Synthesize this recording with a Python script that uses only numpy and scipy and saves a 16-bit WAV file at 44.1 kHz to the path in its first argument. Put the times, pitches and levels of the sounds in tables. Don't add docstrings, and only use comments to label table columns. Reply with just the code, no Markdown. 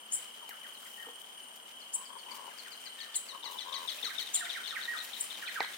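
import sys
import numpy as np
from scipy import signal
from scipy.fft import rfft, irfft
from scipy.io import wavfile

SR = 44100
rng = np.random.default_rng(int(sys.argv[2]) if len(sys.argv) > 2 else 0)


def to_wav(sig):
    pcm = np.clip(np.atleast_2d(sig), -1, 1) * 32767
    pcm = np.round(pcm).astype(np.int16)
    wavfile.write(sys.argv[1], SR, pcm.T)


def invert_db(level):
    return 10 ** (np.asarray(level, dtype=float) / 20)


N = 254486


def noise(points, count=1):
    hz, db = np.transpose(points)
    f = np.maximum(np.arange(N // 2 + 1) * SR / N, 1)
    colour = invert_db(np.interp(np.log(f), np.log(hz), db))
    x = irfft(rfft(rng.standard_normal((count, N))) * colour, N)
    return x / x.std()


def walk(rate, size=N):
    steps = np.arange(size) * rate / SR
    count = int(steps[-1]) + 2
    return np.interp(steps, np.arange(count), rng.standard_normal(count))


def sides(pan_db):
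    return invert_db(np.array([[pan_db / 2], [-pan_db / 2]]))


def lagged(lag):
    turn = np.exp(-1j * np.pi * lag * np.arange(N // 2 + 1) / N)
    return np.array([turn, 1 / turn])


def place(x, pan_db, lag):
    return irfft(rfft(x) * lagged(lag), N) * sides(pan_db)


def add(out, s, x):
    i = int(s * SR)
    out[..., i:i + x.shape[-1]] += x[..., :N - i]


def glide(length, from_hz, to_hz, bend):
    u = np.linspace(0, 1, int(length * SR))
    return to_hz + (from_hz - to_hz) * (np.exp(-bend * u) - np.exp(-bend)) / (1 - np.exp(-bend))


def syrinx(hz, partials, skew, rough, rough_hz=400., throb=0., throb_hz=80., edge=.55):
    u = np.linspace(0, 1, len(hz))
    phase = 2 * np.pi * np.cumsum(hz) / SR
    tone = sum(invert_db(db) * np.sin(k * phase) for k, db in partials)
    rough = np.clip(rough, 0, 1)
    flutter = 1 - rough + rough * walk(rough_hz, size=len(hz))
    beat = np.exp(throb * (np.cos(2 * np.pi * throb_hz * np.arange(len(hz)) / SR) - .5))
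    swell = np.sin(np.pi * u ** skew) ** edge
    return np.sqrt(2) * tone * flutter * beat * swell


# delay_s, level_db
TREE_LINE = [(0.041, -18.5)]


def trees(x, wet_db, t60, bright_t60):
    t = np.arange(int(.9 * SR)) / SR
    low = signal.lfilter([.3], [1, -.7], rng.standard_normal((2, len(t))))
    high = np.diff(rng.standard_normal((2, len(t) + 1))) * 0.59
    tail = low * invert_db(-60 * t / t60) + high * invert_db(-60 * t / bright_t60)
    tail = tail * invert_db(wet_db) / np.sqrt(np.sum(tail ** 2) / 2)
    for delay, db in TREE_LINE:
        smear = np.exp(-((t - delay) / 0.0013) ** 2) * rng.standard_normal((2, len(t)))
        tail = tail + invert_db(db) * smear / np.sqrt(np.sum(smear ** 2) / 2)
    crossed = x + 0.62 * x[::-1]
    return x + signal.fftconvolve(crossed, tail, axes=1)[:, :N]


# (per Hz, relative)
AIR_COLOUR = [(70, -0.5), (130, -16.5), (220, 1), (320, -4.5), (520, 0.5), (1000, 4), (1600, -1),
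              (4000, -18.5), (6500, -9), (15500, -14.5)]
# pitch_hz, likeness (0-1)
AIR_LIKENESS = [(200, 0.72), (1500, 0.02), (15000, 0.9)]


def air():
    level_db = -57
    hz, alike = np.transpose(AIR_LIKENESS)
    f = np.arange(N // 2 + 1) * SR / N + 1
    c = np.clip(np.interp(np.log(f), np.log(hz), alike), 0, 1)
    mid, side = rfft(noise(AIR_COLOUR, count=2))
    shared = mid * np.sqrt(1 + c) * lagged(3.8)
    opposed = side * np.sqrt(1 - c) * np.array([[1], [-1]])
    pair = irfft(shared + opposed, N) / np.sqrt(2)
    return invert_db(level_db) * pair * sides(2.4)


# pitch_hz, width_hz, level_db, throb_per_s, throb_depth (0-1)
CHORUSES = [(3081, 230, -51.8, 35, 0.35), (8730, 420, -59.8, 21.7, 0.5)]


def insects():
    out, t = 0, np.arange(N) / SR
    for hz, width, db, rate, depth in CHORUSES:
        near, far = width / 2, 2.7 * width
        hump = [(hz - far, -40), (hz - near, -4), (hz, 0), (hz + near, -4), (hz + far, -40)]
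        band = noise(hump, count=2)
        drift_hz = .2 * width * walk(12.)
        band = np.real(signal.hilbert(band) * np.exp(2j * np.pi * np.cumsum(drift_hz) / SR))
        throb = 1 + depth * np.sin(2 * np.pi * rate * t + 1.5 * walk(8.))
        out = out + invert_db(db + 1.5 * walk(7.)) * throb * band * sides(2.2)
    return out


# time_s, level_db
RUBBING = [(0, -62.5), (.2, -54), (.4, -60), (1.6, -62.5), (2.5, -56.5), (3.5, -57), (4.2, -51),
           (5.77, -50)]
# (per Hz, relative)
CLOTH_COLOUR = [(120, -15), (300, -7.5), (1000, -2.5), (2400, 2.5), (12000, -9)]
# middle_s, level_db, half_length_s
CLOTH_TUGS = [(0.892, -58, 0.18), (1.214, -56, 0.024), (1.565, -51.5, 0.0086), (2.356, -50.5, 0.015),
              (3.53, -51.5, 0.037), (3.985, -61, 0.14), (4.217, -51, 0.02), (5.05, -50, 0.021),
              (5.208, -50, 0.056)]
# start_s, crack_db, ring_db, brightness_db (per octave)
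KNOCKS = [(0.492, -41, -43.5, 9.5), (1.066, -69, -24, -3), (1.086, -69, -24, -2), (4.03, -53, -27, -2),
          (5.387, -59, -35, 0), (5.6049, -57, -21, 8.5)]
# pitch_hz, level_db, fade_s (to -60 dB)
BODY_TONES = [(272, -18.5, 0.051), (478, -15.5, 0.085), (842, 9.5, 0.0078), (2300, -9, 0.0079),
              (4140, -8, 0.0028)]


def handling():
    t = np.arange(N) / SR
    tug = sum(invert_db(db) * np.exp(-((t - s) / half) ** 2) for s, db, half in CLOTH_TUGS)
    near, wide = noise(CLOTH_COLOUR, count=2)
    grain = invert_db(1.6 * walk(40.) + 2.5 * walk(400.))
    cloth = grain * (near + 0.75 * wide * np.array([[1], [-1]])) * sides(2.7)
    rubbing = invert_db(np.interp(t, *np.transpose(RUBBING))) * cloth
    swish = tug * np.diff(cloth, prepend=0)
    t, knocks = t[:int(.15 * SR)], np.zeros((2, N))
    for s, crack_db, ring_db, tilt_db in KNOCKS:
        crack = np.diff(rng.standard_normal(len(t) + 1)) * invert_db(crack_db - 60 * t / 0.031)
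        ring = 0
        for hz, db, t60 in BODY_TONES:
            fading = invert_db(db + tilt_db * np.log2(hz / 800) - 60 * t / t60)
            ring = ring + fading * np.sin(2 * np.pi * hz * t)
        push = 1 - np.exp(-t / (0.0056 * invert_db(-2.5 * tilt_db)))
        add(knocks, s, crack + invert_db(ring_db) * ring * push)
    knocks = signal.sosfilt(signal.butter(N=2, Wn=220., btype="high", fs=SR, output="sos"), knocks)
    return rubbing + swish + trees(knocks, -9, 0.12, 0.2)


# start_s, length_s, from_hz, to_hz, level_db
FAR_HOOTS = [(3.846, 0.18, 629, 597, -60.5), (4.31, 0.253, 746, 658, -57)]


def hooter():
    out = np.zeros(N)
    for s, length, from_hz, to_hz, db in FAR_HOOTS:
        hz = np.linspace(from_hz, to_hz, int(length * SR))
        add(out, s, invert_db(db) * syrinx(hz, [(1, 0), (2, -9)], 1, .5, 60.))
    return np.array([out, out])


# start_s, length_s, top_pitch_hz, level_db, hoarseness (0-1)
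DOVE_COOS = [(1.952, 0.096, 1067, -61.5, 0.94), (2.08, 0.098, 1070, -58, 0.87),
             (2.252, 0.24, 1033, -54, 0.75), (3.311, 0.077, 1095, -56, 0.88),
             (3.428, 0.145, 1041, -55.5, 0.81), (3.65, 0.218, 1093, -56.5, 0.17)]


def dove():
    out = np.zeros(N)
    partials = [(.5, -12.0), (1, 1.5), (1.5, -14)]
    for s, length, top_hz, db, hoarse in DOVE_COOS:
        arch = 1 - .13 * np.linspace(-1, 1, int(length * SR)) ** 2
        coo = syrinx(top_hz * arch, partials, 1, hoarse, 330., throb=1.9 * (1 - hoarse), throb_hz=83., edge=0.17)
        add(out, s, invert_db(db) * coo)
    return place(out, 23.6, -2.0)


# start_s, length_s, from_hz, level_db
FALLING = [(0.412, 0.056, 1495, -61), (0.493, 0.048, 2400, -57.5), (0.631, 0.059, 2500, -57.5),
           (0.826, 0.017, 1563, -61.5), (0.849, 0.035, 2550, -59.5), (2.285, 0.02, 2760, -59),
           (2.495, 0.056, 2420, -59.5), (2.646, 0.052, 2450, -59.5), (2.849, 0.045, 2490, -60.5),
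           (3.983, 0.0082, 2770, -43), (4.036, 0.059, 2204, -47.5), (4.091, 0.036, 2520, -42.5),
           (4.406, 0.032, 1984, -38.5), (4.455, 0.019, 2484, -43), (4.545, 0.047, 2473, -40.5),
           (4.709, 0.038, 1920, -42), (4.748, 0.047, 2750, -38.5), (5.423, 0.027, 1874, -40),
           (5.473, 0.03, 2663, -38), (5.554, 0.037, 1890, -37.5), (5.598, 0.031, 2428, -35)]
# start_s, hold_s, pitch_hz, level_db
HELD_NOTES = [(0.978, 0.049, 1860, -57), (2.98, 0.077, 1801, -58), (4.878, 0.048, 1887, -37)]


def whistlers():
    second_bird_s, last_fall_s = 3.5, 0.042
    settle_hz, settle_s, full_fall_hz = 852, .033, 1033
    first, second = np.zeros((2, N))
    notes = [(s, 0, fall, hz, db) for s, fall, hz, db in FALLING]
    notes += [(s, hold, last_fall_s, hz, db) for s, hold, hz, db in HELD_NOTES]
    for s, hold, fall, from_hz, db in notes:
        falling = np.maximum(np.arange(int((hold + fall) * SR)) / SR - hold, 0)
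        drop_hz = from_hz - settle_hz
        hz = settle_hz + drop_hz * np.exp(-falling / settle_s / min(1, drop_hz / full_fall_hz) ** 2)
        far = s < second_bird_s
        note = syrinx(hz, [(1, 0)], .5 if hold else .68, .36 if far else .28, 450., edge=.55)
        add(first if far else second, s, invert_db(db) * note)
    return place(first, 23.8, -6.5) + place(second, -7.5, 0.83)


# start_s, length_s, lower_top_hz, upper_top_hz, lower_db, upper_db, lower_late_s
SHARP_CALLS = [(0.112, 0.053, 7750, 9200, -27, -30.5, .001), (1.929, 0.038, 7890, 9580, -29, -33, .003),
               (3.147, 0.03, 7920, 9300, -25, -28, .006), (4.334, 0.037, 7600, 9050, -23, -27, .003),
               (5.2, 0.021, 7850, 9250, -28.5, -25.5, .007)]


def sharp_bird():
    rise_s, scoop_per_s = .0075, 7.5
    out, breath = np.zeros(N), noise([(3000, -27.0), (7000, 19), (11000, -1), (15000, 5.5)])[0]
    for s, length, low_hz, high_hz, low_db, high_db, late in SHARP_CALLS:
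        low_length = length - late
        low = glide(low_length, (1 - scoop_per_s * low_length) * low_hz, low_hz, low_length / rise_s)
        high = glide(length, .89 * high_hz, high_hz, length / rise_s)
        add(out, s + late, invert_db(low_db) * syrinx(low, [(1, 0), (2, -21)], 1.1, .42, 700., edge=1.3))
        add(out, s, invert_db(high_db) * syrinx(high, [(1, 0)], 1.1, .45, 700., edge=1.3))
        puff = np.hanning(int(1.6 * length * SR))
        add(out, s - .01, invert_db(low_db - 13) * puff * breath[int(s * SR):][:len(puff)])
    return place(out, 4., 4.)


FALL_STARTS = [0.738, 1.803, 1.927, 2.052, 2.179, 2.308, 2.582, 2.715, 2.855, 3.004, 3.141, 3.284, 3.444,
               3.594, 3.74, 3.89, 4.04, 4.193, 4.356, 4.509, 4.671, 4.825, 4.982, 5.144, 5.314, 5.477,
               5.642]
# time_s, level_db (before the cut all rasps share)
TIMED_RASPS = [(2.9906, -43), (3.1367, -39.5), (3.529, -47), (3.685, -42), (3.828, -50), (3.9873, -43),
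               (4.1565, -38.5), (4.2727, -36.5), (4.448, -38), (4.576, -44.5), (4.64, -38), (4.705, -38),
               (5.7324, -42.5)]
# time_s, note_db, note_end_hz, partner_rasp_db (before the same cut)
DUET_COURSE = [(.7, -58.5, 3850, -40.5), (1.9, -57, 4220, -40), (2.25, -50, 4180, -40),
               (2.8, -51, 3850, -40), (3.3, -47.5, 3550, -37.5), (3.7, -44, 3565, -31.5),
               (4.2, -40.5, 3520, -29.5), (4.7, -44, 3440, -36), (5.1, -46.5, 3427, -36),
               (5.7, -51, 3476, -38)]
# time_s, flutter (0-1)
NOTE_FLUTTER = [(2.4, .45), (3.3, .33), (4.5, .36), (4.9, .9)]
TURN_AWAY = 4.72, 4.9


def chatter():
    steady_rasps_s, rasp_lead_s = 3.4, .012
    scatter_db, scatter_hz = 1., 50.
    out, (when, *duet) = np.zeros(N), np.transpose(DUET_COURSE)
    rasps = list(TIMED_RASPS)
    for s, (dice_db, dice_hz) in zip(FALL_STARTS, rng.standard_normal((len(FALL_STARTS), 2))):
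        db, end_hz, rasp_db = (np.interp(s, when, column) for column in duet)
        away = np.interp(s, TURN_AWAY, [0, 1])
        end_hz = end_hz + scatter_hz * dice_hz
        t = np.arange(int((.027 + (4200 - end_hz) / 32000) * SR)) / SR
        slide = 15500 * (t[-1] - t)
        quick_drop = 800 * (1 - away) * np.exp(-t / .0055)
        hz = end_hz + slide + quick_drop
        partials = [(1, -13.0), (2, 0.0), (3, -12.5 - 10 * away)]
        flutter = np.interp(s, *np.transpose(NOTE_FLUTTER))
        add(out, s, invert_db(db + scatter_db * dice_db) * syrinx(hz / 2, partials, .65, flutter, 500.))
        if s > steady_rasps_s:
            rasps.append((s - rasp_lead_s, rasp_db))
    for s, db in rasps:
        partials = [(1, 0.51), (1.55, np.interp(s, TURN_AWAY, [-17, -24]))]
        rasp = syrinx(glide(0.0251, 3780., 2750.0, -2.4), partials, .9, .6, 800.0)
        add(out, s - .004, invert_db(db - 6.5) * rasp)
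    return place(out, 17.0, -2.05)


def scene():
    background = air() + insects() + handling()
    far = trees(dove() + hooter(), -9., .35, .3) + trees(whistlers(), -2.5, .45, .3)
    near = trees(sharp_bird(), -4., 0.46, 0.28)
    pair = trees(chatter(), -4.5, .42, .3)
    return background + far + near + pair


def band_limit(x):
    return signal.sosfilt(signal.butter(12, 15840, fs=SR, output="sos"), x)


def record(dry):
    heard = signal.sosfilt(signal.butter(N=3, Wn=150., btype="high", fs=SR, output="sos"), dry)
    return band_limit(heard)


dry = scene()
out = record(dry)
to_wav(out)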